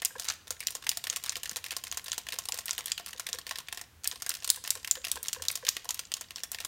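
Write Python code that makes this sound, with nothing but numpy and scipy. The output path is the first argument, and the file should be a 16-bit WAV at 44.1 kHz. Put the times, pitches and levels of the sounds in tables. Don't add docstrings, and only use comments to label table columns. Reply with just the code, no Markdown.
import sys
import numpy as np
from scipy import signal
from scipy.fft import rfft, irfft
from scipy.io import wavfile

SR = 44100
rng = np.random.default_rng(int(sys.argv[2]) if len(sys.argv) > 2 else 0)


def wav_record(signal):
    frames = np.transpose(np.atleast_2d(signal))
    bounded = np.clip(frames, -1, 1)
    quanta = np.round(bounded * 32767).astype(np.int16)
    wavfile.write(sys.argv[1], SR, quanta)


N = 294147
SIZE = 2048
AGE_S = np.arange(SIZE) / SR
BINS_HZ = np.maximum(np.fft.rfftfreq(SIZE, 1 / SR), 1)


def clear_strikes():
    # t/s, click level/dB, tick level/dB
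    snaps = [(0.0493, -26, -24.5), (0.0555, -22, -37), (0.2856, -23, -39), (0.3, -25.5, -53),
             (.6704, -21, -32.5), (.892, -18.5, -27), (1.0994, -21.5, -39), (1.2945, -22, -45),
             (1.4943, -28.5, -43), (1.9144, -29, -46), (2.118, -24, -50), (2.522, -25, -42),
             (2.709, -22, -43), (2.9185, -20.5, -40), (3.3299, -25, -42), (4.0747, -26, -25.5),
             (4.1137, -31, -56), (4.293, -26.5, -27.5), (4.3045, -29, -43), (4.492, -29, -48),
             (4.5017, -15.5, -20), (4.705, -18.5, -25), (4.9113, -14.5, -28), (5.1155, -22, -28),
             (5.2836, -25, -35.5), (5.484, -19, -33), (5.6891, -16, -27), (5.8906, -25.5, -38),
             (5.907, -25, -35.5), (6.1396, -23, -36.5), (6.3595, -31.5, -48)]
    # t/s, click level/dB, knock level/dB
    landings = [(.197, -29.5, -48), (0.5061, -26.5, -42), (0.7513, -30, -43.5), (0.972, -27.5, -44),
                (1.168, -31, -46), (1.367, -33.5, -46), (1.5673, -29, -45.5), (1.766, -27.5, -42.5),
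                (1.9723, -28, -41.5), (2.1797, -28.5, -42.5), (2.3867, -26.5, -42), (2.5878, -30, -43),
                (2.788, -33.5, -45), (3.1964, -30, -41), (3.3865, -34, -43.5), (3.813, -36, -45.5),
                (4.0433, -30.5, -53), (4.2211, -30.5, -44.5), (4.4445, -28, -51), (4.6395, -36, -50),
                (5.33, -25.5, -49), (5.4214, -30.5, -49), (5.5547, -26.5, -49), (5.9922, -28, -46.5),
                (6.2105, -33.5, -47.5), (6.4346, -28, -45), (6.6485, -28.5, -45)]
    # t/s, click level/dB, tick level/dB, knock level/dB
    taps = [(0.0197, -33, -40, -44), (.2214, -39, -48, -59), (.2445, -38, -43, -56),
            (.2528, -39.5, -46, -60), (0.3213, -38, -47, -74), (0.4715, -44.5, -58, -58),
            (.6044, -35.5, -37.5, -55), (.6278, -38.5, -55, -64), (.683, -32, -46, -63),
            (.706, -38.5, -39, -57), (0.8245, -41.5, -55, -55), (0.8674, -26.5, -39, -47),
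            (.9152, -29.5, -40, -49), (1.04, -30.5, -38, -48), (1.0696, -29, -39.5, -46),
            (1.128, -35.5, -45, -49), (1.161, -27, -35, -62), (1.2382, -33.5, -37, -52),
            (1.2611, -33.5, -41, -51.5), (1.321, -37.5, -45, -53), (1.3559, -29, -44, -56),
            (1.433, -31.5, -37.5, -50.5), (1.4568, -32, -43, -55), (1.513, -39, -42.5, -51),
            (1.56, -30, -39.5, -47), (1.641, -33, -42.5, -54), (1.663, -33.5, -44, -60),
            (1.7076, -29.5, -41, -57), (1.7172, -36.5, -41, -48), (1.8383, -33.5, -39.5, -51),
            (1.8692, -36.5, -48, -56), (1.9246, -32, -41, -45.5), (2.0428, -50, -43, -57),
            (2.06, -39, -52, -66), (2.082, -33.5, -43, -48), (2.13, -30, -39, -47.5),
            (2.2676, -36.5, -51, -52), (2.2871, -30, -42, -49), (2.3226, -30, -41, -61),
            (2.339, -39, -43, -53), (2.455, -35.5, -41, -54), (2.487, -28.5, -34, -45),
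            (2.543, -34, -39, -51), (2.575, -39, -42, -52), (2.657, -39, -35, -56),
            (2.681, -30, -44, -52.5), (2.731, -35, -42, -53), (2.7799, -28.5, -36.5, -49),
            (2.8584, -33, -33.5, -56), (2.8808, -34, -44, -58), (2.978, -29.5, -44, -50),
            (2.998, -41.5, -51, -45), (3.0618, -36, -40.5, -56), (3.087, -43, -46, -58),
            (3.1307, -38, -49, -68), (3.2674, -29.5, -38.5, -52), (3.289, -34, -42, -48.5),
            (3.3473, -40, -45, -57), (3.467, -34, -45, -50.5), (3.4931, -36, -43, -58),
            (3.5101, -28, -41.5, -42.5), (3.557, -32, -47, -58), (3.5855, -32, -39, -45.5),
            (3.6846, -34, -48, -49.5), (3.726, -31, -38.5, -44), (3.774, -34.5, -46, -48),
            (4.054, -34, -57, -58), (4.1578, -40, -50, -54), (4.2635, -32.5, -37, -49),
            (4.3397, -34.5, -43, -65), (4.3508, -34, -42, -70), (4.4234, -41, -57, -55),
            (4.4762, -32, -34, -49), (4.545, -39, -54, -60), (4.5602, -40, -40, -58),
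            (4.649, -35, -53, -49.5), (4.6757, -31.5, -37, -52), (4.753, -36.5, -42, -49),
            (4.8464, -30, -42, -53), (4.875, -33, -39, -49), (4.954, -35, -46, -51), (5.043, -32, -48, -49),
            (5.049, -27.5, -38, -61), (5.069, -33.5, -46, -45), (5.083, -36, -42, -59),
            (5.157, -37.5, -41.5, -48), (5.2297, -37, -34.5, -57), (5.2502, -39, -51, -67),
            (5.452, -37, -46, -51), (5.4982, -38, -50, -58), (5.514, -46, -34, -68),
            (5.6502, -34.5, -44, -58), (5.6671, -27, -41, -60), (5.7671, -27.5, -40, -44),
            (5.8455, -49, -48, -55), (5.944, -35.5, -37, -64), (6.118, -30, -40, -49),
            (6.168, -38.5, -46, -53), (6.3067, -36.5, -47.5, -51), (6.382, -38.5, -54, -62),
            (6.517, -34, -34, -50), (6.5463, -31, -43, -46), (6.586, -34.5, -50, -69),
            (6.6027, -33.5, -41.5, -50.5)]
    rows = []
    for s, db, tick_db in snaps:
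        hardness_db = db + 22
        hz = 6300 * 2 ** (.012 * hardness_db)
        ring_ms = 1.1 * 2 ** (-max(hardness_db, 0) / 13)
        rows.append((s, db, hz, ring_ms, tick_db, -54))
    for s, db, knock_db in landings:
        rows.append((s, db, 5880, 3.4, db - 8, knock_db))
    for s, db, tick_db, knock_db in taps:
        hz = 5600 * 2 ** (.0545 * (tick_db - db))
        rows.append((s, db, hz, 2.2, tick_db, knock_db))
    return np.array(rows)


def balls(strikes, click_gain_db=-5.5, tick_gain_db=-1, knock_gain_db=-1, knock_rise_s=.0006):
    # f/Hz, level/dB
    tick_spectrum = [(5000, -39), (8500, 8), (10300, 1), (12000, 2.5), (15500, -2), (17000, -23.5)]
    # nominal f/Hz, level/dB, t60/s
    bottle_modes = [(435, 0, 0.011), (492, -7.5, 0.035), (703, -3, 0.048), (895, -0.5, 0.014),
                    (1106, 2.5, 0.034), (1446, 5.5, 0.016), (1846, 5.5, 0.018)]
    out = np.zeros(N)
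    rise = 1 - np.exp(-AGE_S / knock_rise_s)
    for s, click_db, hz, ring_ms, tick_db, knock_db in strikes:
        add(out, s, wall_click(hz, ring_ms), click_db + click_gain_db)
        push = contact(ring_ms * .71, snap=1.7, linger=.27)
        add(out, s, resonate(push, on_log(tick_spectrum, BINS_HZ)), tick_db + tick_gain_db)
        knock = rise * ring(bottle_modes, scale=.97, scatter_db=4)
        add(out, s, knock, knock_db + knock_gain_db)
    return out


def wall_click(hz, ring_ms, focus_db=6.4, tilt_db=2, ripple_db=2.1, ripple_hz=550):
    # f/Hz, level/dB
    wall_spectrum = [(500, -97), (1200, -11), (1800, 7), (2200, -0.5), (2750, 2.5), (4200, 0), (5500, 0),
                     (7200, 2), (8800, -11.5), (10300, -15), (13000, -30)]
    octaves = np.log2(BINS_HZ / hz)
    spot = np.interp(BINS_HZ / ripple_hz, np.arange(SIZE), rng.standard_normal(SIZE))
    db = on_log(wall_spectrum, BINS_HZ) - focus_db * np.minimum(octaves ** 2, 4)
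    db += tilt_db * np.log2(hz / 5600) * octaves + ripple_db * spot
    return resonate(contact(ring_ms * .63, snap=1.45, linger=.3), db)


def contact(energy_decay_ms, snap, linger, linger_s=.0061, bounce=4.2, rebounds=2):
    decay_s = max(energy_decay_ms, .3) / 1000
    envelope = np.exp(-.5 * AGE_S / decay_s) + linger * np.exp(-AGE_S / linger_s)
    push = rng.standard_normal(SIZE) * envelope
    push[0] = snap * np.sqrt(2 * np.pi)
    for wait, size in rng.random((rebounds, 2)):
        push[1 + int(wait * decay_s * SR)] += bounce * size
    return push


def resonate(push, db):
    cepstrum = irfft(np.log(undb(db)))
    cepstrum[1:SIZE // 2] *= 2
    cepstrum[SIZE // 2 + 1:] = 0
    return irfft(rfft(push) * np.exp(rfft(cepstrum)))


def ring(modes, scale, scatter_db):
    pitch, db, t60_s = np.transpose(modes)[:, :, None]
    detune, weight, side = rng.standard_normal((3, len(modes), 1))
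    hz = pitch * scale * (1 + .025 * detune)
    waves = np.sin(2 * np.pi * hz * AGE_S) * undb(-60 * AGE_S / t60_s)
    return np.sum(np.sign(side) * undb(db + scatter_db * weight) * waves, axis=0)


def grazes(strikes, soonest_s=.005, spread_s=.016, scatter_db=2, centre_hz=4800, ring_ms=2.4):
    rows = []
    for side, chance, level_db in (-1, .15, -47), (.99, .55, -43):
        draws = rng.random((len(strikes), 2))
        sizes = rng.standard_normal(len(strikes))
        for (s, *_), (luck, wait), size in zip(strikes, draws, sizes):
            s += side * (soonest_s + spread_s * wait)
            db = level_db + scatter_db * size
            if luck < chance and s > 0:
                rows.append((s, db, centre_hz, ring_ms, db - 9, db - 17))
    return np.reshape(rows, (-1, strikes.shape[1]))


def chatter(strikes, soonest_s=.0028, spread_s=.032, centre_hz=4200, gain_db=-25, spread_db=6):
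    out = np.zeros(N)
    for (s, click_db, *_), (wait, size, pitch) in zip(strikes, rng.random((len(strikes), 3))):
        db = np.clip(click_db, -42, -33) + gain_db + spread_db * size
        click = wall_click(centre_hz * 2 ** (pitch - .5), ring_ms=2.2)
        add(out, s + soonest_s + spread_s * wait, click, db)
    return out


def jostle(slots=200, level_db=-58.5, scatter_db=3.5, centre_hz=4200, ring_ms=1.8):
    # start t/s, end t/s
    shaking = [(0, .36), (.45, 3.84), (4.04, 6.67)]
    out = np.zeros(N)
    draws = np.c_[rng.random((slots, 2)), rng.standard_normal(slots)]
    for slot, (wait, pitch, size) in enumerate(draws):
        s = (slot + wait) / slots * N / SR
        if any(start < s < end for start, end in shaking):
            click = wall_click(centre_hz * 2 ** (pitch - .5), ring_ms)
            add(out, s, click, level_db + scatter_db * size)
    return out


def slosh(strikes, gain_db=-13, cap_db=-35, drag_s=.0077, rough_db=9.5, rough_hz=350):
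    # f/Hz, level/dB
    wash_spectrum = [(400, -20), (1100, -4), (1900, -1), (3000, -2.5), (5000, -5.5), (9000, -12.5),
                     (16000, -19)]
    drive = np.zeros(N)
    for s, click_db, *_ in strikes:
        add(drive, s, AGE_S * np.exp(-AGE_S / drag_s), min(click_db, cap_db) + gain_db)
    wash = colour(rng.standard_normal(N), wash_spectrum) * undb(rough_db * wander(rough_hz))
    return drive * wash / wash.std()


def squelches(count=4, cluster_s=.00764, rise_cycles=.96, t60_cycles=18):
    # t/s, level/dB, f/Hz
    clusters = [(.022, -42.5, 1900), (.605, -42, 2190), (.864, -43.5, 847), (2.488, -45, 890),
                (3.263, -43, 1950), (3.511, -43, 970), (3.6, -51, 1030), (4.263, -43.5, 1870),
                (4.292, -42, 1500), (4.873, -41.5, 1950), (5.891, -45.5, 945)]
    out = np.zeros(N)
    for s, db, hz in clusters:
        for wait, pitch in rng.random((count, 2)):
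            cycles = AGE_S * hz * (1 + .3 * (pitch - .5))
            envelope = (1 - np.exp(-cycles / rise_cycles)) * undb(-60 * cycles / t60_cycles)
            bubble = np.sin(2 * np.pi * cycles) * envelope
            add(out, s + cluster_s * wait, bubble, db - 10 * np.log10(count))
    return out


def glugs(base_hz=506, start_ratio=3.64, end_ratio=.776, fall_s=.00359, rise_s=.0022, fade_s=.01,
          gurgle=1.3, scatter_db=4):
    # t/s, level/dB
    pockets = [(.105, -50), (.153, -41), (2.328, -48), (2.529, -49.5), (3.144, -54), (3.338, -45.5),
               (4.124, -51), (4.571, -49), (4.757, -49), (4.966, -47), (5.166, -41), (5.361, -45),
               (5.396, -47.5), (5.626, -44), (5.852, -48)]
    # f/glug pitch, level/dB, bandwidth/glug pitch
    air_modes = [(1, 0.5, .14), (2.05, 2, .22), (3.25, 7, .3)]
    ratio, mode_db, width = np.transpose(air_modes)[:, :, None]
    envelope = (1 - np.exp(-AGE_S / rise_s)) * np.exp(-(AGE_S / fade_s) ** 2)
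    out = np.zeros(N)
    for s, db in pockets:
        hz = base_hz * (1 + .022 * rng.standard_normal())
        sweep_hz = hz * (end_ratio + (start_ratio - end_ratio) * np.exp(-AGE_S / fall_s))
        flow = np.sin(2 * np.pi * np.cumsum(sweep_hz) / SR) + gurgle * rng.standard_normal(SIZE)
        gain = undb(mode_db + scatter_db * rng.standard_normal((len(air_modes), 1)))
        cavity = np.sum(gain / (1 + 2j * (BINS_HZ / hz - ratio) / width), axis=0)
        add(out, s, irfft(rfft(flow * envelope) * cavity), db)
    return out


def hand(rise_s=.0015):
    # t/s, level/dB, f/Hz
    thumps = [(1.52, -53, 192), (4.701, -62, 200), (5.14, -60, 274)]
    modes = [(1, 2, .047), (.76, 2, .026)]
    rise = 1 - np.exp(-AGE_S / rise_s)
    out = np.zeros(N)
    for s, db, hz in thumps:
        add(out, s, rise * ring(modes, scale=hz, scatter_db=1), db)
    return out


def room(dry, gain_db=-12, build_s=.0024, echo_s=.0125, echo_width_s=.00051, echo_boost=.54):
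    # f/Hz, level/dB
    reflection_spectrum = [(150, 14.5), (500, 8.5), (1500, 2.5), (3500, -1), (7000, -4.5), (10500, 1),
                           (16000, 7.5)]
    # f/Hz, t60/s
    decay = [(300, 0.15), (2500, 0.5), (7000, 0.44), (15000, 0.17)]
    band_hz, band_t60_s = np.transpose(decay)
    t = np.arange(SR // 2) / SR
    hz = np.fft.rfftfreq(len(t), 1 / SR)
    scatter = rfft(colour(rng.standard_normal(len(t)), reflection_spectrum))
    tail = np.zeros(len(t))
    for share, t60_s in zip(np.eye(len(decay)), band_t60_s):
        band = on_log(np.c_[band_hz, share], hz)
        tail += irfft(scatter * band, len(t)) * undb(-60 * t / t60_s)
    tail *= 1 - np.exp(-t / build_s)
    tail *= 1 + echo_boost * np.exp(-((t - echo_s) / echo_width_s) ** 2)
    return undb(gain_db) * signal.fftconvolve(dry, tail / np.linalg.norm(tail))[:N]


def background(air_db=-61, floor_db=-71, rumble_hz=80.3, waver_hz=7, swell_s=.043):
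    # f/Hz, level/dB
    air_spectrum = [(20, -18), (45, -1.5), (75, 2.5), (110, -2), (150, -5.5), (300, -11.5), (600, -14.5),
                    (1500, -15), (4000, -20.5), (10000, -24.5), (16000, -24.5)]
    # t/s, level/dB
    swells = [(.53, -61), (1.95, -58), (2.115, -63), (3.98, -55.5), (5.168, -55.5), (5.422, -54)]
    t = np.arange(N) / SR
    air = colour(rng.standard_normal(N), air_spectrum)
    hz = rumble_hz + waver_hz * wander(rate_hz=12)
    envelope = undb(floor_db) + sum(undb(db) * np.exp(-((t - s) / swell_s) ** 2) for s, db in swells)
    rumble = envelope * np.sin(2 * np.pi * np.cumsum(hz) / SR)
    return undb(air_db) * air / air.std() + rumble


def undb(db):
    return 10 ** (np.asarray(db) / 20)


def on_log(points, hz):
    f, value = np.transpose(points)
    return np.interp(np.log(np.maximum(hz, 1)), np.log(f), value)


def colour(x, points):
    hz = np.fft.rfftfreq(len(x), 1 / SR)
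    return irfft(rfft(x) * undb(on_log(points, hz)), len(x))


def wander(rate_hz):
    return np.interp(np.arange(N) * rate_hz / SR, np.arange(N), rng.standard_normal(N))


def add(out, s, sound, db):
    start = int(np.clip(s * SR, 0, N - 1))
    gain = undb(db) * np.sqrt(SR / 100 / np.sum(sound ** 2))
    out[start:start + SIZE] += gain * sound[:N - start]


def scene():
    clear = clear_strikes()
    strikes = np.vstack([clear, grazes(clear)])
    bottle = balls(strikes) + chatter(strikes) + slosh(strikes) + jostle()
    bottle += squelches() + glugs() + hand()
    return (bottle + room(bottle) + background())[None]


def record(dry):
    return signal.sosfilt(signal.ellip(10, .2, 70, 15900, fs=SR, output="sos"), dry)


dry = scene()
out = record(dry)
wav_record(out)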